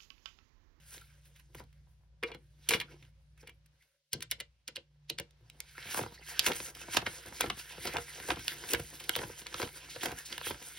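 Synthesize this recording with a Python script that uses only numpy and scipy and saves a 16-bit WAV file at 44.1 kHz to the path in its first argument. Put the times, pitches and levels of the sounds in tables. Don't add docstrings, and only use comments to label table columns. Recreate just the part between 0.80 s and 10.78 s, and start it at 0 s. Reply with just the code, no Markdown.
import sys
import numpy as np
from scipy import signal
from scipy.fft import rfft, irfft, next_fast_len
from scipy.io import wavfile
from scipy.ndimage import uniform_filter1d

SR = 44100
rng = np.random.default_rng(int(sys.argv[2]) if len(sys.argv) > 2 else 0)


def digitize_waveform(pressure):
    field = np.atleast_2d(pressure).T
    bounded = np.clip(field, -1, 1)
    quanta = np.round(bounded * 32767).astype(np.int16)
    wavfile.write(sys.argv[1], SR, quanta)


N = 440118


def undb(db):
    return 10 ** (np.asarray(db) / 20)


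def unit(x):
    return x / np.sqrt(np.mean(x ** 2))


def band(x, lo_hz, hi_hz, order=2):
    return signal.sosfilt(signal.butter(order, [lo_hz, hi_hz], "band", fs=SR, output="sos"), x)


def walk(rate):
    hold = int(SR / rate)
    targets = rng.standard_normal(N // hold + 1)
    return 2.0 * uniform_filter1d(np.repeat(targets, hold), hold)[:N]


def columns(table):
    time_s, *curves = np.transpose(table)
    return [np.interp(np.arange(N) / SR, time_s, curve) for curve in curves]


def window(hz, lo_hz, hi_hz, sharp=np.sqrt(.5)):
    low, high = 1j * hz / hi_hz, lo_hz / (1j * hz)
    return 1 / ((1 + low / sharp + low ** 2) * (1 + high / sharp + high ** 2))


def place(x, pan_db):
    return x * undb(np.array([[pan_db], [-pan_db]]) / 2)


def blows(table, spread, edge_hz, edge_slow, crack_db, modes=(), ring_db=0, detune=0, sharp=0.56, sweep_ms=0):
    size, lead = 4096, 768
    spot_db_per_octave = 16
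    pan_spread_db, lag_spread_s = 1.45, 10e-6 / 1.2
    time_s, db, hz, edge_db, rise_ms, fall_ms, *spot = np.transpose(table)[:, :, None]
    spot_db, spot_hz = spot or (0, hz)
    count = len(table)
    t = (np.arange(size) - lead) / SR
    bins = (np.arange(size // 2 + 1) + 1e-3) * SR / size  # Hz, kept off zero
    click = rfft(np.where(np.arange(size) == lead, undb(crack_db), 0))

    def part(gain, slow, growth_db):
        growth = 1000 * growth_db * t / rise_ms
        fall = -60 * 1000 * t / (fall_ms * slow)
        hiss = irfft(rfft(rng.standard_normal((count, size))) * gain)
        return (hiss * undb(np.where(t < 0, growth, fall)) + irfft(click * gain)) / hiss.std(axis=1, keepdims=True)

    y = part(window(bins, hz / spread, hz * spread, sharp), slow=0.59, growth_db=8.455)
    y += undb(edge_db) * part(window(bins, *edge_hz), edge_slow, growth_db=23.75)
    for mode_hz, mode_db, ring_s in modes:
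        level_chance, pitch_chance = rng.standard_normal((2, count, 1))
        distance_db = spot_db_per_octave * abs(np.log2(mode_hz / spot_hz))
        struck_db = ring_db + spot_db + mode_db + 1.3 * level_chance - distance_db
        ring = np.sin(2 * np.pi * mode_hz * (1 + detune * pitch_chance) * t) * (t > 0)
        y += undb(struck_db - 60 * t / ring_s) * ring
    fade = np.clip(np.minimum((t - t[0]) / 0.0096, (t[-1] - t) / .02), 0, 1)
    y = undb(db) * y * fade

    side = rng.standard_normal((count, 1)) * np.array([1, -1])[:, None, None]
    late = np.exp(-2j * np.pi * sweep_ms / 1000 * (2 * np.sqrt(hz * bins) - bins))
    lag = np.exp(1j * np.pi * bins * lag_spread_s * side)
    y = irfft(rfft(y) * late * undb(pan_spread_db * side / 2) * lag)
    out = np.zeros((2, N + size))
    for k, start in enumerate((time_s[:, 0] * SR).astype(int) - lead):
        out[:, start:start + size] += y[:, k]
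    return out[:, :N]


def tone(hz, waver_db):
    phase = 2 * np.pi * np.cumsum(hz * (1 + 0.0074 * walk(6.5))) / SR
    return np.sqrt(2) * undb(waver_db * walk(9.6)) * np.sin(phase)


def room():
    # (time [s], hum level [dB], whirr level [dB], air level [dB])
    floor = [(0, -64, -68, -73.5), (.7, -63, -70, -82), (.8, -60.5, -63.5, -78), (1.3, -64.5, -72.5, -83),
             (2, -63, -62, -79), (2.75, -64.5, -73, -81.5), (2.92, -70.5, -75.5, -78.5),
             (3.1, -90.5, -96.5, -81), (3.3, -107.5, -98, -83), (3.36, -71.5, -60, -86),
             (3.55, -62, -70, -80), (3.84, -77.5, -91, -82.5), (3.89, -74, -62, -74.5),
             (4.0, -76.5, -81, -75), (4.1, -72, -69, -86), (4.4, -67, -67, -74.5), (4.7, -67.5, -72.5, -79),
             (5.2, -63.5, -65, -87), (6.1, -64, -68.5, -88), (8.3, -65.5, -66, -86), (9.98, -66, -72, -88)]
    # (frequency [Hz], level against the hum [dB])
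    overtones = [(118.6, -17.5), (593, -40)]
    hum_hz, whirr_hz = 59.3, 148
    hum_db, whirr_db, air_db = columns(floor)
    hum = tone(hum_hz, waver_db=0.5)
    hum = hum + sum(undb(db) * tone(hz, waver_db=4.5) for hz, db in overtones)
    rumble = unit(band(rng.standard_normal((2, N)), 42, 135, order=3))
    hum = hum + undb(-5.0) * rumble[0]
    hum = hum + undb(-14.0) * rumble[1] * np.array([[1], [-1]])

    low_air = unit(band(rng.standard_normal((2, N)), 450, 3300))
    high_air = unit(band(rng.standard_normal((2, N)), 2600, 5900))
    sink_db = np.minimum(0, 0.54 * (hum_db + 71))
    air = undb(sink_db - 2.5) * low_air + undb(-4.5) * high_air
    narrow_air = unit(band(rng.standard_normal(N), 530, 580))
    air += undb(-12.0 + 2.2 * walk(15)) * narrow_air
    return undb(hum_db) * hum + undb(whirr_db) * tone(whirr_hz, waver_db=1.3) + undb(air_db) * air


def rack():
    # (peak time [s], level [dB], centre [Hz],
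    # sizzle against centre [dB], build-up scale [ms], fall scale [ms], ring level [dB], favoured pitch [Hz])
    knocks = [(1.429, -36, 1980, -34, .6, 21, 2, 1900), (1.436, -30.5, 2200, -7.5, 1.3, 14, 1.5, 2360),
              (1.467, -63, 2360, -29, 1.7, 37, 0, 2600), (1.487, -59, 2400, -25, 3, 60, 1, 2600),
              (1.504, -57, 1500, -25, 3, 60, 4, 1100), (1.518, -46, 2700, -27, 1.5, 25, 4.5, 2830),
              (1.541, -50.5, 1800, -25, 1.7, 30, -6, 1900), (1.547, -48, 2350, -5.5, 1.5, 40, 0, 3980),
              (1.889, -27, 3240, 7.5, .6, 62.2, -2, 3070), (1.908, -25, 2240, -1.5, .8, 37, 2, 1730),
              (1.917, -27.5, 2700, -7, 1.5, 30, -2, 4200), (1.926, -34.5, 2400, 3.5, 1.5, 30, -1, 2400),
              (1.937, -25, 2350, -14, 1.1, 52, 5, 2610), (1.944, -32, 2500, -4.5, 1.5, 47, 1.5, 2500),
              (2.001, -34, 3000, -3.5, .6, 50, 1, 3320), (2.013, -33.5, 2280, -9.5, 1.5, 54, 0, 1700),
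              (2.674, -51, 2680, 1.5, 2.5, 45, 3.5, 2700), (2.695, -53.5, 2490, -1, 2.9, 45, 3, 2500)]
    # (peak time [s], level [dB], centre [Hz], deep part against centre [dB],
    # build-up scale [ms], fall scale [ms])
    thuds = [(1.431, -40, 484, -40, 1.5, 22), (1.441, -41, 466, -41, 1.7, 34), (1.45, -42, 467, -39, 3, 14),
             (1.5, -55, 470, -27, 4, 45), (1.52, -49.5, 510, -27, 3.3, 32), (1.55, -53.5, 500, -3, 3.9, 98),
             (1.914, -40, 480, -22.5, 2.1, 20), (1.923, -33.5, 494, -30, 4, 14),
             (1.949, -41.5, 450, 0, 3.2, 63), (1.895, -44, 418, -25, 2.6, 22),
             (1.995, -54, 140, -2.5, 7.7, 440), (2.632, -57, 480, -18, 2, 35)]
    # (frequency [Hz], level [dB], t60 [s])
    rack_modes = [(977, -3, .07), (1143, -2.5, 0.08), (1700, -12, 0.066), (4240, -12, .04),
                  (1430, -7, 0.043), (1903, -9, 0.04), (2207, -4.5, 0.04), (2370, -3, 0.075),
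                  (2650, -12, 0.058), (2860, -6.5, 0.065), (3393, -6, 0.063), (4060, -13, 0.087),
                  (4874, -17.5, 0.058)]
    # (frequency [Hz], level [dB], t60 [s])
    base_modes = [(457, -1.5, 0.1), (500, -13, 0.19)]
    bright = blows(knocks, 1.15, (5500, 11500), edge_slow=0.59, crack_db=6.0,
                   modes=rack_modes, ring_db=0.5, detune=0.008, sharp=1.25)
    deep = blows(thuds, 1.5, (90, 150), edge_slow=2.4, crack_db=12.0,
                 modes=base_modes, ring_db=6.0, detune=0.0075, sharp=0.5)
    return place(bright + deep, pan_db=1)


def keys():
    # (peak time [s], level [dB], centre [Hz],
    # sizzle against centre [dB], build-up scale [ms], fall scale [ms], ring level [dB], favoured pitch [Hz])
    taps = [(3.325, -56.5, 4000, -8, 5, 33, -11, 4300), (3.332, -30.5, 4280, 6.5, 1.4, 20, -2, 1710),
            (3.337, -35, 4300, 0, 1.5, 22, 8.5, 4300), (3.407, -44, 2870, -1, 1.2, 20, -4, 2800),
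            (3.425, -35.5, 2870, 1, 2.7, 37, 1, 2320), (3.506, -56, 3000, -1, 4.1, 30, -7, 2900),
            (3.513, -26.5, 4440, 10, 0.52, 7.2, -6.5, 4300), (3.517, -30, 2720, -10, 2.1, 64, -1, 2500),
            (3.595, -61, 2520, -8, 5.5, 30, -8.5, 2390), (3.602, -36.5, 2970, -2.5, 0.76, 35, 2, 2140),
            (3.608, -35.5, 2920, -11, 2.2, 26, -1, 2900), (3.879, -37, 3830, -4.5, 1.4, 45, 2, 4200),
            (3.885, -44.5, 2340, -13, 1.1, 32, 3.5, 2200), (3.96, -36.5, 3440, -4.5, 1.9, 23, 2, 4400),
            (3.967, -36, 2800, -12, 0.86, 20, 4.5, 2430), (4.288, -63.5, 3800, -6.5, 4.2, 36, -13.5, 3700),
            (4.3, -28, 3520, -5, 1.9, 22, 0, 3420), (4.387, -34, 3330, -4, 2.2, 12, 8, 3200),
            (4.399, -32, 2560, -1, 0.84, 13, -9, 2400)]
    # (peak time [s], level [dB], centre [Hz], deep part against
    # centre [dB], build-up scale [ms], fall scale [ms], ring level [dB], favoured pitch [Hz])
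    thuds = [(3.347, -44.5, 140, -2.5, 5.5, 140, -8, 300), (3.338, -50.5, 149, -1, 3.0, 59.4, 3, 400),
             (3.35, -49.5, 400, -21, 5, 60, 4, 400), (3.435, -66, 500, 2.5, 3.3, 34.7, 3, 500),
             (3.525, -57, 524, -7.5, 1.8, 30, -1, 540), (3.55, -61, 520, -9, 3, 28, -2, 538),
             (3.585, -64.5, 450, -9, 3, 30, 0, 450), (3.612, -50, 570, -12, 4.6, 31, 0, 570),
             (3.889, -55, 450, -8, 1.5, 80, 1.5, 470), (3.981, -52, 500, -8.5, 8, 51, -0.5, 520),
             (4.308, -49.5, 464, -4, 6.8, 80, 0, 440), (4.404, -41.5, 537, -5.5, 9.1, 36, -1, 544)]
    # (frequency [Hz], level [dB], t60 [s])
    case_modes = [(1010, -6.5, .07), (1542, -8, 0.07), (2075, -7.5, 0.06), (3520, -15, .05),
                  (4020, -10, .06), (2390, -0.5, 0.025), (2650, -13, 0.048), (2900, -12.5, .06),
                  (3220, -12, 0.044), (3700, -18, 0.035), (4390, -1.5, 0.027), (4780, -17, 0.04),
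                  (8730, 10.5, .015)]
    # (frequency [Hz], level [dB], t60 [s])
    base_modes = [(340, -3.5, 0.039), (457, -1.5, .09), (557, 4.5, 0.06)]
    bright = blows(taps, 1.0, (5500, 9200), edge_slow=0.74, crack_db=7.0,
                   modes=case_modes, ring_db=-4.5, detune=0.014, sharp=0.95)
    deep = blows(thuds, 1.0, (90, 200), edge_slow=3.5, crack_db=9.0,
                 modes=base_modes, ring_db=0.0, detune=0.025, sharp=1.6)
    return place(bright + deep, pan_db=0.9)


def sheet(lo_hz, hi_hz, rate, share, shift_db, count=5):
    out, step = 0, (hi_hz / lo_hz) ** (1 / count)
    for k in range(count):
        where, size = rng.random((int(rate * N / SR), 2)).T
        slip_db = np.minimum(-3.5 * np.log(size), 11)
        slips = np.bincount((where * N).astype(int), undb(slip_db), N)
        drive = rng.standard_normal(N) + share * unit(slips)
        drive = drive + 0.044 * rng.standard_normal(N) * np.array([[1], [-1]])
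        patch = unit(band(drive, lo_hz * step ** k, lo_hz * step ** (k + 1), order=1))
        out = out + undb(shift_db * walk(22)) * patch
    return unit(out)


def crackle():
    ticks_per_s, scatter_db = 50, 4.
    out = 0
    for hz in (700, 1100, 1700, 2600, 4000):
        where, size = rng.random((2, N))
        tick_db = np.minimum(-scatter_db * np.log(size), 13)
        ticks = (where < ticks_per_s / SR) * undb(tick_db)
        out = out + unit(band(ticks, hz / 1.6, hz * 1.6, order=1))
    return unit(out)


def slide():
    # (time [s], hiss level [dB], rustle level [dB], flutter level [dB])
    background = [(0, -82, -70.5, -85), (.7, -90, -85.5, -84), (.9, -88, -82.5, -83),
                  (1.22, -93, -94, -87.5), (1.32, -102, -95, -88), (1.7, -86.5, -83, -84),
                  (2.05, -84.5, -68.5, -68), (2.27, -88, -75, -75), (2.33, -93, -89, -89),
                  (2.5, -100, -93, -89), (3.05, -100, -95, -96), (3.3, -105, -100, -105),
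                  (3.4, -105, -93, -96.5), (4.5, -100, -85, -82.5), (4.8, -81, -75.5, -66),
                  (5.0, -66, -56, -98), (5.4, -78, -68, -98), (5.6, -68, -48.5, -56), (5.9, -55, -57, -59),
                  (5.94, -80, -74, -78), (5.97, -64, -60, -64), (7, -73.5, -60, -69), (8.6, -61, -57, -73),
                  (8.65, -68, -62, -64), (8.7, -64.5, -56, -68), (9.4, -60.5, -55.5, -64),
                  (9.44, -68, -65, -81), (9.47, -83, -67, -65.5), (9.98, -60, -54.5, -67.5)]
    # (peak time [s], hiss level [dB], rustle level [dB], flutter level [dB], length [s])
    strokes = [(0.142, -59.5, -59.5, -63.5, 0.14), (0.314, -84, -79, -94, 0.11),
               (0.46, -75, -76, -73, 0.074), (0.59, -75, -76, -83, 0.092), (0.784, -62.5, -59, -58, 0.052),
               (1.479, -86, -62, -50, 0.067), (1.837, -75, -70.5, -94, 0.088),
               (1.939, -51, -36, -48, 0.071), (2.104, -83, -74, -66, 0.086),
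               (2.236, -87.5, -81.5, -101, 0.0505), (2.611, -67, -70.5, -64, 0.045),
               (2.678, -98, -64, -70.5, 0.053), (3.036, -84, -81, -102, 0.25),
               (4.886, -82.5, -66, -94.5, 0.097), (5.081, -65.5, -53, -54.5, 0.19),
               (5.173, -40, -49, -38.5, 0.086), (5.35, -69, -57, -77, .05),
               (5.5, -50.5, -50.5, -52.5, 0.088), (5.671, -40, -46, -37, 0.059),
               (5.763, -46, -50, -68, 0.045), (5.85, -60, -71, -65, 0.071), (6.014, -65, -57, -59, 0.11),
               (6.142, -43.5, -38, -39, 0.07), (6.358, -56.5, -57, -85, 0.14),
               (6.61, -49, -48.5, -43, 0.12), (6.798, -50.5, -48, -83, 0.068),
               (6.902, -57.5, -52.5, -71, 0.085), (7.052, -49.5, -45.5, -42, 0.11),
               (7.13, -61, -50, -40, 0.044), (7.224, -57.5, -63, -91, 0.18), (7.38, -63, -57, -57, 0.27),
               (7.487, -44, -43, -39, 0.074), (7.718, -54, -49, -53, 0.23), (7.913, -45, -45.5, -41, 0.051),
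               (8.07, -66, -80, -59, 0.5), (8.361, -52.5, -53, -42.5, 0.12), (8.59, -57, -70, -64, 0.04),
               (8.802, -48, -45, -39.5, 0.1), (8.965, -61, -57, -92, 0.049),
               (9.238, -48, -47, -37.5, 0.054), (9.389, -54, -60, -84, 0.023), (9.526, -61, -51, -64, 0.19),
               (9.676, -47, -49, -45, 0.081), (9.869, -57, -84, -93, 0.11)]
    rise_db, fall_db = 30.5, 28.5
    flutter_lag_s = 0.031
    t, levels = np.arange(0, N, 32) / SR, []
    time_s, *peaks_db, length = np.transpose(strokes)[:, :, None]
    for background_db, peak_db, lag in zip(columns(background), peaks_db, (0, 0, flutter_lag_s)):
        u = (t - time_s - lag) / length
        swell = undb(peak_db + np.minimum(rise_db * u, -fall_db * u)).sum(axis=0)
        levels.append(undb(background_db) + np.interp(np.arange(N) / SR, t, swell))
    hiss_level, rustle_level, flutter_level = levels
    hiss = hiss_level * undb(6.5) * sheet(5520, 14300, rate=230, share=0.75, shift_db=1.7, count=3)
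    rustle = rustle_level * sheet(1400, 5900, rate=63, share=0.37, shift_db=2.6, count=10)
    rustle = rustle + rustle_level * undb(-7.5) * crackle()
    loose_sheet = sheet(180, 960, rate=40, share=0.97, shift_db=3.5, count=4)
    flutter = flutter_level * band(loose_sheet, 250, 2200)
    return undb(1.0 * walk(30)) * (hiss + rustle + flutter)


def scatter(count, low, high):
    start_s, end_s = 4.95, 9.9
    low, high = np.array([start_s, *low]), np.array([end_s, *high])
    return low + (high - low) * rng.random((count, len(low)))


def noise_tones():
    # (peak time [s], level [dB], centre [Hz], build-up scale [ms], fall scale [ms])
    placed = [(.3, -73, 2310, 9, 200), (.22, -60, 1410, 6, 64), (2.089, -60, 1430, 5.8, 110),
              (2.12, -66, 2700, 5.9, 230), (2.6, -66.5, 2400, 9, 140), (3.015, -69.5, 2090, 4.6, 110),
              (5.381, -55, 1890, 6, 60), (5.543, -52, 1790, 6, 67), (6.026, -62, 1900, 5.5, 60),
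              (6.471, -55, 1650, 8, 60), (6.517, -66, 1590, 4, 56), (6.556, -60, 1600, 5, 60),
              (6.57, -57, 2170, 5, 60), (8.052, -60, 1900, 6, 60), (8.116, -57, 1860, 6.7, 42),
              (8.34, -42, 3220, 9, 120), (8.38, -46, 3200, 9, 120), (8.785, -51, 3250, 9, 160),
              (8.85, -47, 3100, 9, 110), (8.966, -56, 1700, 6, 89), (9.04, -66, 2970, 9, 300),
              (9.365, -56, 1780, 3.3, 72), (9.385, -52, 2900, 6, 90), (9.22, -47, 3300, 9, 150),
              (9.64, -46, 3340, 12, 160), (9.68, -44.5, 3300, 9, 270)]
    scattered = scatter(count=110, low=(-61, 1400, 17, 40), high=(-60.0, 6200, 11, 114))
    rows = np.insert(np.vstack([placed, scattered]), 3, -40, axis=1)
    return blows(rows, 1.0, (5500, 16500), edge_slow=.5, crack_db=-12, sharp=6.0)


def snaps():
    # (peak time [s], level [dB], centre [Hz], sizzle against centre [dB], fall scale [ms])
    clear = [(.131, -60, 3130, 4, 45), (.18, -47, 2490, 0, 22), (.213, -60.5, 2500, 4, 130),
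             (.455, -68.5, 2420, 6, 120), (.562, -62, 2400, 2, 210), (.598, -60, 2110, 1, 89),
             (.748, -48.5, 1940, 4, 12), (.752, -51.5, 1800, 7, 38), (.798, -56.5, 2410, 9, 38),
             (.839, -64, 3800, 2, 28), (.929, -66.5, 2160, -1, 41), (2.227, -56.5, 2250, -8, 53),
             (2.251, -62, 2645, -21.5, 51), (2.578, -65.5, 1884, -1, 110), (2.629, -64, 2240, -8.5, 69),
             (2.861, -69, 2640, 9.5, 74), (3.025, -65.5, 2860, -8, 71), (4.509, -62, 4020, -2, 35),
             (4.7, -42, 4000, -23, 13), (4.804, -39, 2900, 8.5, 23), (4.981, -39, 1930, -35, 18),
             (5.027, -46, 2460, -16, 39), (5.112, -43, 3320, -2, 490), (5.145, -41, 2510, 9, 41),
             (5.175, -36, 1900, -10, 30), (5.213, -44, 2270, -12, 74), (5.229, -44.5, 2600, 1, 83),
             (5.26, -60, 1830, -15, 46), (5.594, -15.5, 4460, -3, 14), (5.598, -26, 3600, -8, 30),
             (5.645, -35, 2000, 0, 15), (5.665, -24.5, 2500, 2, 63), (5.676, -34, 2030, -16, 36),
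             (5.685, -35.5, 1700, 6, 40), (5.719, -32, 2130, -9, 59), (5.734, -39, 3400, -10, 37),
             (5.803, -34, 2400, -20, 12), (5.861, -46, 2380, -12, 36), (5.951, -49.5, 2720, 4, 83),
             (6.136, -41, 2610, 3, 70), (6.146, -43, 2510, 6, 42), (6.17, -18.5, 3430, -8.5, 50),
             (6.219, -41, 2140, -13, 62), (6.266, -29, 1900, -28, 84), (6.462, -50, 3480, 6, 23),
             (6.609, -28, 3360, 5.5, 56), (6.618, -30.5, 2240, -18, 39), (6.633, -37.5, 1950, -16, 75),
             (6.663, -40.5, 1840, -19, 96), (6.701, -25.5, 2120, -23, 36), (6.923, -46.5, 2860, 1, 41),
             (6.982, -53, 1870, -20, 20), (7.032, -51, 2510, 9, 60), (7.055, -40.5, 2610, 7.5, 18),
             (7.073, -34, 3500, -20, 93), (7.137, -45, 2840, 5, 66), (7.169, -28.5, 2370, -23, 31),
             (7.185, -36.5, 2100, -4, 13), (7.401, -43.5, 2070, -2, 34), (7.488, -48, 2590, 9, 45),
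             (7.505, -27, 1680, -26, 71), (7.519, -32.5, 2180, -15, 17), (7.56, -45.5, 3220, -7, 41),
             (7.594, -46.5, 2230, -1, 94), (7.681, -23.5, 3250, -2, 19), (7.89, -42.5, 3430, 0, 120),
             (7.935, -21.5, 3800, 3, 27), (7.948, -28, 1950, -7, 46), (7.999, -44, 2120, 4.5, 77),
             (8.103, -57.5, 4500, 13.5, 34), (8.154, -61, 4500, 10, 30), (8.202, -46.5, 2650, 1, 200),
             (8.241, -47, 3140, 1, 110), (8.294, -22, 2220, 3, 18.4), (8.354, -28, 2700, -18, 14),
             (8.363, -32.5, 2680, 7.5, 51), (8.389, -37, 2620, -13, 60), (8.418, -41, 2020, -14, 32),
             (8.437, -42, 1960, -19, 63), (8.618, -47, 2650, -13, 41), (8.668, -34, 2840, -25, 28),
             (8.728, -45, 1900, -15, 25), (8.743, -29.5, 2400, -17, 21), (8.784, -53, 1800, -15, 30),
             (8.8, -37, 1800, -19, 22), (8.818, -31.5, 2900, -8, 32), (8.829, -31.5, 2460, -21, 47),
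             (8.876, -45, 1800, -10, 34), (8.89, -49, 2000, -13, 35), (9.103, -47.5, 4000, -10, 530),
             (9.161, -43, 2740, -6, 31), (9.211, -42.5, 3450, -14, 87), (9.234, -41, 2360, 6, 140),
             (9.258, -33, 2680, 4.5, 58), (9.284, -45, 2780, -13, 68), (9.318, -44, 2250, 0, 65),
             (9.46, -45, 5030, -4, 400), (9.527, -34, 2900, -29, 41), (9.58, -32.5, 2080, -3.5, 26),
             (9.613, -65, 1810, -26, 27), (9.659, -42.5, 3520, 3, 99), (9.677, -49, 3100, -11, 68),
             (9.711, -37, 2500, -14, 59), (9.745, -49, 2930, -16, 47), (9.825, -49.5, 2170, -1, 100),
             (9.842, -55, 4500, 4, 25)]
    faint = scatter(count=50, low=(-70, 1500, -12, 12), high=(-78, 4500, 18, 45))
    rows = np.vstack([clear, faint])
    rows = np.insert(rows, [4], 0.028 * rows[:, [4]], axis=1)
    return blows(rows, 1.1, (5500, 16500), edge_slow=0.32, crack_db=14.5, sharp=0.75, sweep_ms=.2)


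def flaps():
    # (peak time [s], level [dB], centre [Hz], deep part against centre [dB])
    clear = [(.752, -48.5, 435, -3), (.805, -47, 377, -11), (2.64, -58, 470, -11), (2.69, -56.5, 430, -8),
             (4.985, -50.5, 474, -13), (5.058, -51, 590, -0.5), (5.147, -32.5, 760, -29),
             (5.176, -34, 700, -13), (5.194, -28, 660, -31), (5.215, -36, 420, -8.5),
             (5.238, -39, 600, -10), (5.265, -40.5, 495, -24), (5.325, -50.5, 307, -13),
             (5.596, -42, 710, -12), (5.667, -32, 650, -25), (5.678, -28.5, 420, -30),
             (5.686, -39, 700, -25), (5.695, -42, 346, -9), (5.708, -39, 600, -20), (5.716, -32, 423, -20),
             (5.804, -40, 545, -10.5), (6.017, -50, 750, -20), (6.04, -57, 330, -8),
             (6.087, -41.5, 530, -10), (6.149, -34.5, 590, -28), (6.172, -21.5, 682, -19),
             (6.228, -38, 400, -13), (6.273, -36, 474, -13), (6.459, -51, 550, -20),
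             (6.473, -49, 320, -3.5), (6.527, -45.5, 557, -14), (6.552, -58, 800, -20),
             (6.609, -27, 715, -18), (6.644, -31.5, 424, -17), (6.674, -43, 290, -1.5),
             (6.705, -33, 576, -15), (6.777, -52.5, 330, -17), (6.958, -57, 330, -12),
             (6.984, -46.5, 410, -6), (7.057, -34, 457, -14), (7.075, -35, 620, -20), (7.146, -38, 394, -6),
             (7.186, -31.5, 430, -21), (7.341, -58, 330, -12), (7.403, -44.5, 576, -11),
             (7.491, -32.5, 480, -14), (7.507, -24.5, 747, -32), (7.52, -36.5, 462, -8.5),
             (7.573, -39, 376, -8), (7.84, -43.5, 694, -9.5), (7.941, -26.5, 530, -15.5),
             (7.998, -38, 433, -6.5), (8.209, -48.5, 750, -16), (8.298, -36, 425, -23),
             (8.366, -30.5, 640, -17.5), (8.393, -35.5, 605, -13), (8.439, -37.5, 595, -8.5),
             (8.477, -53, 310, -5), (8.502, -44, 425, -15), (8.621, -51, 350, -21), (8.664, -47, 795, -13),
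             (8.728, -49, 596, -15), (8.746, -32, 786, -21), (8.785, -50, 400, -20), (8.801, -37, 500, -22),
             (8.807, -41, 383, -25), (8.82, -41, 400, -22), (8.834, -37, 330, -20), (8.829, -36, 445, -10),
             (9.09, -55, 600, -9), (9.165, -40, 530, -14), (9.235, -32.5, 524, -38), (9.259, -32, 474, -16),
             (9.288, -43, 700, -6), (9.312, -41.5, 700, -16), (9.326, -39.5, 384, -10),
             (9.583, -44.5, 620, -11), (9.615, -40, 745, -30), (9.67, -34, 630, -17),
             (9.71, -34.5, 346, -14.5), (9.746, -47, 750, -15), (9.82, -51, 454, -15)]
    build_cycles, fall_cycles = 1.48, 21
    faint = scatter(count=30, low=(-63, 250, -20), high=(-54, 950, -6))
    rows = np.vstack([clear, faint])
    cycle_ms = 1000 / rows[:, [2]]
    rows = np.hstack([rows, cycle_ms * (build_cycles, fall_cycles)])
    return blows(rows, 1.61, (60, 130), edge_slow=6.1, crack_db=18, sweep_ms=2.5)


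def notes():
    return place(slide() + noise_tones() + snaps() + flaps(), pan_db=-0.17)


def stereo(near):
    # (frequency [Hz], width [Hz], gain [dB])
    desk_peaks = [(339.4, 22, 7.5), (477.3, 24, 7.5), (630, 66, -8.5), (787, 6.7, 0.5), (952, 36, 4),
                  (1160, 110, -3), (1604, 150, 4), (2160, 73, 4.5), (2370, 11, -1.5), (3100, 31, 5),
                  (3360, 23, 1.5), (4200, 54, -1)]
    # (frequency [Hz], left minus right [dB])
    lean = [(450, 0.5), (700, 7), (870, -7.5), (1000, 5.5), (1200, -5), (1700, 1), (1900, -4.5),
            (2150, 5.5), (2600, -8), (3500, -3.5), (5000, -1.5), (6500, 0)]
    # (frequency [Hz], left leads by [rad])
    lead = [(0, 0), (600, 0), (800, -1), (1200, -1), (1600, 0), (5200, .5), (7300, np.pi),
            (16750, 4 * np.pi)]
    walls_db, walls_t60_s, walls_hz = -7.5, 0.14, 4600
    size = next_fast_len(N + SR // 2)
    hz = np.arange(size // 2 + 1) * SR / size
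    desk = 1
    for f, width, db in desk_peaks:
        above = f ** 2 - hz ** 2 + 1j * hz * width * undb(db / 2)
        below = f ** 2 - hz ** 2 + 1j * hz * width / undb(db / 2)
        desk = desk * above / below
    half = undb(np.interp(hz, *np.transpose(lean)) / 2) * np.exp(.5j * np.interp(hz, *np.transpose(lead)))
    t = np.arange(SR // 4) / SR
    tail = rng.standard_normal((2, len(t))) * 1000 ** (-t / walls_t60_s) * (t > .002)
    echo = band(tail, 420, walls_hz)
    echo = echo / np.sqrt(np.sum(echo ** 2) / 2)
    echo = rfft(undb(walls_db) * echo * np.sqrt(2 * walls_hz / SR), size)
    return irfft(rfft(near, size) * desk * (np.array([half, 1 / half]) + echo), size)[:, :N]


def scene():
    return room() + stereo(rack() + keys() + notes())


def record(dry):
    bass_hz, top_hz = 42, 15900
    low_cut = signal.sosfilt(signal.butter(3, bass_hz, "high", fs=SR, output="sos"), dry)
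    return signal.sosfilt(signal.ellip(10, .2, 80, top_hz, fs=SR, output="sos"), low_cut)


dry = scene()
out = record(dry)
digitize_waveform(out)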